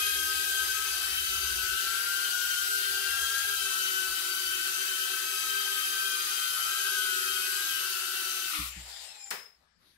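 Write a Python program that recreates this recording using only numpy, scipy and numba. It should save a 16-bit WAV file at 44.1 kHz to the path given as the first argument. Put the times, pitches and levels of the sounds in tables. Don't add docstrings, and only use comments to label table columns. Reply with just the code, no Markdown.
import sys
import numpy as np
from scipy import signal
from scipy.fft import rfft, irfft, next_fast_len
from scipy.io import wavfile
from scipy.ndimage import uniform_filter1d
from numba import njit

SR = 44100
rng = np.random.default_rng(int(sys.argv[2]) if len(sys.argv) > 2 else 0)


def unload_wav(signal):
    wavfile.write(
        sys.argv[1],
        SR,
        np.round(np.clip(np.atleast_2d(signal).T, -1, 1) * 32767).astype(np.int16),
    )


def to_linear_factor(level_db):
    exponent = np.asarray(level_db, float) / 20
    return 10 ** exponent


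N = 439677
TIME = np.arange(N) / SR
BLOCK = 64
COARSE_TIME = np.arange(N // BLOCK + 1) * BLOCK / SR
CUT_S = 8.5

# time in seconds, level in dB.
AIR_LEVEL = [
    (0, -32),
    (1.55, -33.5),
    (3.4, -32.5),
    (4.35, -34),
    (7.45, -33),
    (8.5, -35),
    (8.6, -35.5),
    (8.69, -40),
]


def curve(rows, t=TIME, fade_db=600):
    s, db = np.transpose(rows)[:2]
    outside_s = np.maximum(s[0] - t, 0) + np.maximum(t - s[-1], 0)
    return np.interp(t, s, db) - fade_db * outside_s


def bells(rows, scale, t=TIME):
    return sum(scale(db) * np.exp(-((t - s) / half) ** 2) for s, db, half in rows)


def on_log(hz, points):
    f, db = np.transpose(points)
    return np.interp(np.log(hz + 1), np.log(f), db)


def wander(rate, size, per_s):
    k = max(int(per_s / rate), 1)
    w = uniform_filter1d(uniform_filter1d(rng.standard_normal(size), k), k)
    return w / w.std()


def hiss(points, patchy_db=0., alike_hz=300):
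    hz, _, z = signal.stft(rng.standard_normal((2, N)), SR, nperseg=1024)
    share = 1 / (1 + (hz[:, None] / alike_hz) ** 2)
    z[1] = share * z[0] + np.sqrt(1 - share ** 2) * z[1]
    patch = uniform_filter1d(wander(12, z.shape, SR / 512), size=24, axis=1)
    z = z * to_linear_factor(on_log(hz, points)[:, None] + patchy_db * patch / patch.std())
    x = signal.istft(z, SR, nperseg=1024)[1][:, :N]
    return x / x.std()


def narrow(hz, width_hz):
    edges = [hz - width_hz / 2, hz + width_hz / 2]
    band = signal.butter(2, edges, "bandpass", fs=SR, output="sos")
    x = signal.sosfilt(band, rng.standard_normal((2, N)))
    return x / x.std()


@njit
def sing(turns, orders, re, im, block):
    out = np.zeros((2, len(turns)))
    for k in range(len(orders)):
        for i in range(len(turns)):
            a = 2 * np.pi * orders[k] * turns[i]
            c, s = np.cos(a), np.sin(a)
            for ear in range(2):
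                out[ear, i] += re[k, ear, i // block] * c + im[k, ear, i // block] * s
    return out


def rotor(hz, orders, tones_db, wobble):
    # centre in Hz, width in Hz, peak in dB.
    whine = (11400, 450, 13)
    centre, width, peak_db = whine
    steps, per_s = len(COARSE_TIME), SR / BLOCK
    hunt = .8 * wander(25, steps, per_s) + 1.7 * wander(8, steps, per_s)
    speed = hz * (1 + wobble * np.interp(TIME, COARSE_TIME, hunt))
    turns = (np.cumsum(speed) / SR + rng.random()) % 1
    coarse_hz = np.r_[hz[::BLOCK], hz[-1]][:steps]
    gains = []
    for order, db in zip(orders, tones_db):
        echo = wander(14 + 5 * order, (2, 2, steps), per_s)
        mix = min(.065 * order, .5 + .007 * order)
        slide = min(order / 3, 1.5) ** 1.5 * wander(3, (2, steps), per_s)
        direct = np.exp(1j * slide)
        frame_db = peak_db / (1 + ((order * coarse_hz - centre) / width) ** 2)
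        fade_db = (order > 4) * 2.5 * wander(7, steps, per_s)
        path = np.sqrt(1 - mix) * direct + np.sqrt(mix / 2) * (echo[0] + 1j * echo[1])
        gains.append(to_linear_factor(db + frame_db + fade_db) * path)
    gains = np.array(gains)
    return sing(turns, np.array(orders, float), gains.real.copy(), gains.imag.copy(), BLOCK)


def flying_rotors():
    # multiple of the turning speed, level in dB for the fast pair, for the slow pair.
    overtones = [(2, -30, -36), (3, -26, -34), (7, -22, -30), (8, -2.5, -7.5), (10, -15, -22),
                 (12, -8.5, -12), (14, -24, -26), (16, -10, -16), (20, -12, -18), (24, -12, -21),
                 (28, -24, -24), (32, -22, -28), (36, -17, -15)]
    # time in seconds, turning speed in Hz, blade tone in dB.
    fast_a = [(.62, 401.5, -46), (1.125, 387.6, -44), (1.75, 386.5, -41.5), (2.0, 392.3, -38.5),
              (2.3, 388.3, -39.5), (3.05, 391, -39.5), (3.24, 402.7, -36.5), (3.47, 403.6, -38),
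              (3.86, 379, -48), (5.0, 387.6, -37), (5.3, 394.8, -47.5), (5.6, 389.3, -37.5),
              (6.25, 399.9, -55), (6.62, 389.4, -48), (6.78, 396.5, -39.5), (7.375, 391.6, -46),
              (7.625, 397.8, -41), (8.0, 383.2, -46.5)]
    fast_b = [(0, 395, -39.5), (.65, 388, -36), (1.001, 379, -47), (1.699, 374.7, -40), (2.15, 388.3, -43),
              (3.05, 391, -44.5), (3.32, 401.6, -41), (3.875, 377.8, -36.5), (4.499, 374.5, -45.5),
              (5.1, 380, -44), (5.501, 390.4, -44.5), (6.0, 386.6, -37), (6.5, 378.2, -42),
              (6.751, 383.4, -42.5), (7.15, 371, -34.5), (7.7, 371, -49), (8.101, 365.8, -46),
              (8.35, 370.5, -49.5)]
    slow_a = [(.25, 316.4, -45), (.75, 321.6, -43.5), (1.701, 348.4, -50.5), (2.251, 361.8, -41),
              (2.6, 358.7, -36.5), (2.95, 358.7, -41.5), (3.281, 341, -43), (3.53, 348.5, -43.5),
              (4.001, 341, -53), (4.65, 342, -46), (5.375, 328.4, -52), (5.949, 329.5, -48),
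              (6.52, 342.8, -42.5), (6.8, 334.8, -41), (7.349, 338.5, -48), (7.625, 335, -51),
              (8.1, 346, -47), (8.4, 340.2, -51)]
    slow_b = [(0.551, 316, -55), (1.199, 325, -57.5), (1.7, 327.5, -43.5), (2.12, 352.1, -39.5),
              (2.4, 353, -45), (3.0, 347, -46), (3.375, 330.9, -47.5), (4.05, 329, -48), (4.3, 323.3, -52),
              (5.0, 326.3, -50.5), (5.45, 323.2, -46.5), (5.9, 309, -47), (6.3, 308, -52),
              (6.6, 315.7, -41), (6.801, 311.5, -47), (7.18, 320.8, -46.5), (7.58, 314.1, -47),
              (8.0, 331.5, -48)]
    # steady level in dB, fast pair then slow pair.
    hum_level = (-58.5, -66.5)
    # time in seconds, change in dB, half length in seconds.
    hum_spots = [
        [(1.1, -6, 0.21), (2.05, -8.5, 0.081), (3.26, -5.5, 0.042), (6.55, -10.5, .25), (7.2, 4, 0.3006), (7.72, -6, .1), (8.55, -14, 0.098)],
        [(0, 8, 0.31), (.73, -10, .06), (3.45, -20, 0.24), (4.4, 4.5, 0.69), (6.6, -14, 0.22), (7.92, -22, 0.087), (8.6, 12.5, 0.061)],
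    ]
    bright_db = (1.5, -2, -1.5, 1.5)
    die_db_per_s = (500, 500, 70, 90)

    t = COARSE_TIME
    orders, fast_db, slow_db = np.transpose(overtones)
    landing = np.clip((TIME - CUT_S) / .17, 0, 1)
    wobble = .0014 + .012 * landing
    stall_s = AIR_LEVEL[-1][0]
    near_db = np.interp(t, *np.transpose(AIR_LEVEL)) - AIR_LEVEL[2][1]
    tones = 0
    for k, rows in enumerate((fast_a, fast_b, slow_a, slow_b)):
        s, hz, db = np.transpose(rows)
        pair = k // 2
        cut_db = -die_db_per_s[k] * np.maximum(t - CUT_S - .005, 0) - 900 * np.maximum(t - stall_s, 0)
        hum_db = hum_level[pair] + bells(hum_spots[pair], float, t) - 500 * np.maximum(t - 8.62, 0)
        blade_db = np.interp(t, s, db) + 3.5 + cut_db
        over_db = [-39 + bright_db[k] + level + cut_db + near_db for level in (fast_db, slow_db)[pair]]
        speed = np.interp(TIME, s, hz) * (1 - .17 * landing)
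        tones = tones + rotor(speed, [1, 4, *np.round(orders)], [hum_db, blade_db, *over_db], wobble)
    return tones


def air_hiss():
    # frequency in Hz, level in dB per Hz.
    air_colour = [(120, -25.5), (240, -24.5), (420, -15.5), (570, -19), (740, -12.5), (930, -15.5),
                  (1250, -5.5), (1750, -3), (2150, -6), (2900, -1.5), (4200, -2.5), (7000, -7), (11300, -1),
                  (15700, -8.5)]
    return to_linear_factor(curve(AIR_LEVEL, fade_db=350)) * hiss(air_colour, patchy_db=0.98)


def building_boom():
    # time in seconds, peak in dB, half length in seconds.
    swells = [(0, -62, 0.066), (.45, -59, 0.36), (1.1, -60, 0.19), (1.52, -50.5, 0.26), (2.45, -73, 0.41),
              (3.2, -65, .3), (3.6, -67, 0.088), (4.12, -67, 0.078), (4.47, -66, 0.073), (5.55, -75, 0.16),
              (6.65, -75, 0.05), (7.35, -76, 0.13), (7.8, -78, 0.076)]
    hum = narrow(65.0, 18.2) + to_linear_factor(-19) * narrow(178, 28.2) + to_linear_factor(-19.5) * narrow(33, 11)
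    return (to_linear_factor(-81) + bells(swells, to_linear_factor)) * (hum[0] + .35 * hum)


def quiet_room():
    # frequency in Hz, level in dB per Hz.
    quiet_colour = [(18, -48.5), (30, -21), (54, -3), (124, -25), (182, -4), (274, -22), (344, -17.5),
                    (1750, -13.5), (3130, -21.5), (3940, -12.5), (13000, -41.5)]
    return to_linear_factor(-72.5) * hiss(quiet_colour + [(15600, -56)], patchy_db=5.5)


def cushion_chew():
    # time in seconds, peak in dB, half length in seconds.
    chews = [
        (8.55, -40.5, 0.034),
        (8.63, -44, 0.068),
    ]
    # centre in Hz, width in Hz, level in dB.
    chew_bands = [(1256, 270, -2), (2480, 750, -0.5), (3736, 1100, -3.5)]
    noise = sum(to_linear_factor(db) * narrow(hz, width) for hz, width, db in chew_bands)
    return bells(chews, to_linear_factor) * noise


def landing_thuds():
    # time in seconds, peak in dB.
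    bounces = [
        (8.586, -39),
        (8.763, -43.5),
    ]
    # frequency in Hz, level in dB, seconds to fall by 60 dB.
    floor_modes = [(60.8, 1, 0.55), (121.8, -6.5, 0.3), (176, 0, 0.14), (307, -15, 0.21)]
    out = 0
    for s, db in bounces:
        t = np.maximum(TIME - s, 0)
        ring = 0
        for f, mode_db, t60 in floor_modes:
            ring = ring + to_linear_factor(mode_db) * np.exp(-np.log(1000) * t / t60) * np.sin(2 * np.pi * f * t)
        out = out + to_linear_factor(db) * (1 - np.exp(-t / 0.005)) * ring
    return out


def coasting_rotor():
    # time in seconds, turning speed in Hz, tone level in dB.
    run_down = [
        (8.66, 290, -85),
        (8.8, 272, -66),
        (9.0, 254, -61),
        (9.1, 226, -60),
        (9.2, 207, -57),
        (9.3, 199, -57),
        (9.33, 190, -90),
    ]
    # multiple of the turning speed, level in dB.
    coast_tones = [(4, -7), (12, 0), (16, -8), (36, 1)]
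    s, hz, db = np.transpose(run_down)
    orders, order_db = np.transpose(coast_tones)
    level_db = curve(np.c_[s, db], COARSE_TIME)
    return rotor(np.interp(TIME, s, hz), np.round(orders), [level_db + g for g in order_db], .005)


def motor_shells():
    # frequency in Hz, width in Hz.
    shell_modes = [
        (7250, 106),
        (5100, 32),
        (5160, 31),
    ]
    # time in seconds, peak in dB, half length in seconds.
    high_bursts = [(8.7, -50, 0.035), (8.88, -57, 0.23), (9.255, -49, 0.049)]
    low_bursts = [(8.9, -65, 0.13), (9.108, -54.5, .03), (9.23, -57, .06), (9.35, -55, 0.066),
                  (9.44, -59, 0.046), (9.52, -71, 0.042)]
    high, *pair = (narrow(*mode) for mode in shell_modes)
    return bells(high_bursts, to_linear_factor) * high + bells(low_bursts, to_linear_factor) * sum(pair)


def cloth_scrub():
    # time in seconds, level in dB.
    scrub_level = [
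        (8.72, -47),
        (9.02, -45.5),
        (9.14, -51.5),
        (9.29, -54.5),
    ]
    # frequency in Hz, level in dB per Hz.
    scrub_colour = [(120, -57), (200, -35), (824, -9), (1100, -17), (1720, -8.5), (4770, -8.5), (5040, -13),
                    (6470, -16), (7340, -11), (14500, -23)]
    rough_db = 1.2 * wander(56, N, SR)
    return to_linear_factor(curve(scrub_level) + rough_db) * hiss(scrub_colour, patchy_db=3.0)


def click():
    # time in seconds, peak in dB, centre in Hz, length in seconds.
    knocks = [
        (9.3061, -20, 8500, .003),
        (9.3103, -20, 1900, .007),
        (9.3106, -21, 9500, .003),
    ]
    # frequency in Hz, level in dB per Hz.
    tail_colour = [(120, -41), (200, -13.5), (353, -43), (380, -7), (601, -13.5), (1940, -5.5), (4680, -17),
                   (5130, -12), (5420, -18), (16000, -19.5)]
    out = 0
    for s, db, hz, length in knocks:
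        t = TIME - s
        out = out + to_linear_factor(db) / 3 * (t > 0) * np.exp(-np.abs(t) / length) * narrow(hz, hz)
    t = np.maximum(TIME - knocks[1][0], 0)
    tail = to_linear_factor(-33 - 60 * t / 0.37)
    return out + (1 - np.exp(-t / 0.0037)) * tail * hiss(tail_colour, patchy_db=0.0)


def cloth_rustle():
    # time in seconds, peak in dB, half length in seconds.
    rustles = [(9.62, -74, 0.054), (9.85, -68.5, 0.059), (9.92, -69, .06)]
    # frequency in Hz, level in dB per Hz.
    rustle_colour = [(300, -10), (700, -21), (1850, -11), (2800, -18), (3900, -10), (7400, -35),
                     (11300, -13.5), (15500, -40)]
    return bells(rustles, to_linear_factor) * hiss(rustle_colour, patchy_db=3.0)


def scene():
    flight = flying_rotors() + air_hiss()
    room = building_boom() + quiet_room()
    landing = cushion_chew() + landing_thuds() + cloth_scrub()
    return flight + room + landing + coasting_rotor() + motor_shells() + click() + cloth_rustle()


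def thin_weak_sounds(x):
    # frequency in Hz, level in dB.
    weakest = [(100, -54.5), (240, -47), (570, -41.5), (740, -42), (930, -40), (1400, -32.5), (1720, -31),
               (1950, -36.5), (2150, -34.5), (2500, -55), (8000, -37.5), (11000, -49), (15700, -39)]
    hz, _, z = signal.stft(x, SR, nperseg=2048)
    loud = np.sqrt((np.abs(z) ** 2).sum(axis=1, keepdims=True)) + 1e-9
    loud = loud * np.minimum(loud / to_linear_factor(-40), 1)
    drift = uniform_filter1d(wander(6, z.shape[1:], SR / 1024), size=5, axis=0)
    limit = loud * to_linear_factor(on_log(hz, weakest)[:, None] + 4.5 * drift / drift.std())
    z = np.where(np.abs(z) < limit, .04 * z, z)
    return signal.istft(z, SR, nperseg=2048)[1][:, :N]


def band_limit(x):
    return signal.sosfilt(signal.butter(12, 17030, fs=SR, output="sos"), x)


def record(dry):
    # frequency in Hz, difference in dB.
    left_over_right = [(60, -2.5), (150, 7.5), (300, 3.5), (700, 7.5), (1400, 5.5), (2800, 6.5),
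                       (6000, 11.5), (8800, 8.5), (11000, -1.5), (14000, 8.5)]
    size = next_fast_len(N + SR)
    hz = np.arange(size // 2 + 1) * SR / size
    tilt_db = on_log(hz, left_over_right)
    ears = to_linear_factor(np.array([tilt_db, -tilt_db]) / 2)
    top_cut = np.clip((15720 - hz) / 50 + .5, 0, 1) ** 2
    x = irfft(rfft(dry, size) * ears * top_cut, size)[:, :N]
    mix = thin_weak_sounds(x)
    return band_limit(mix)


dry = scene()
out = record(dry)
unload_wav(out)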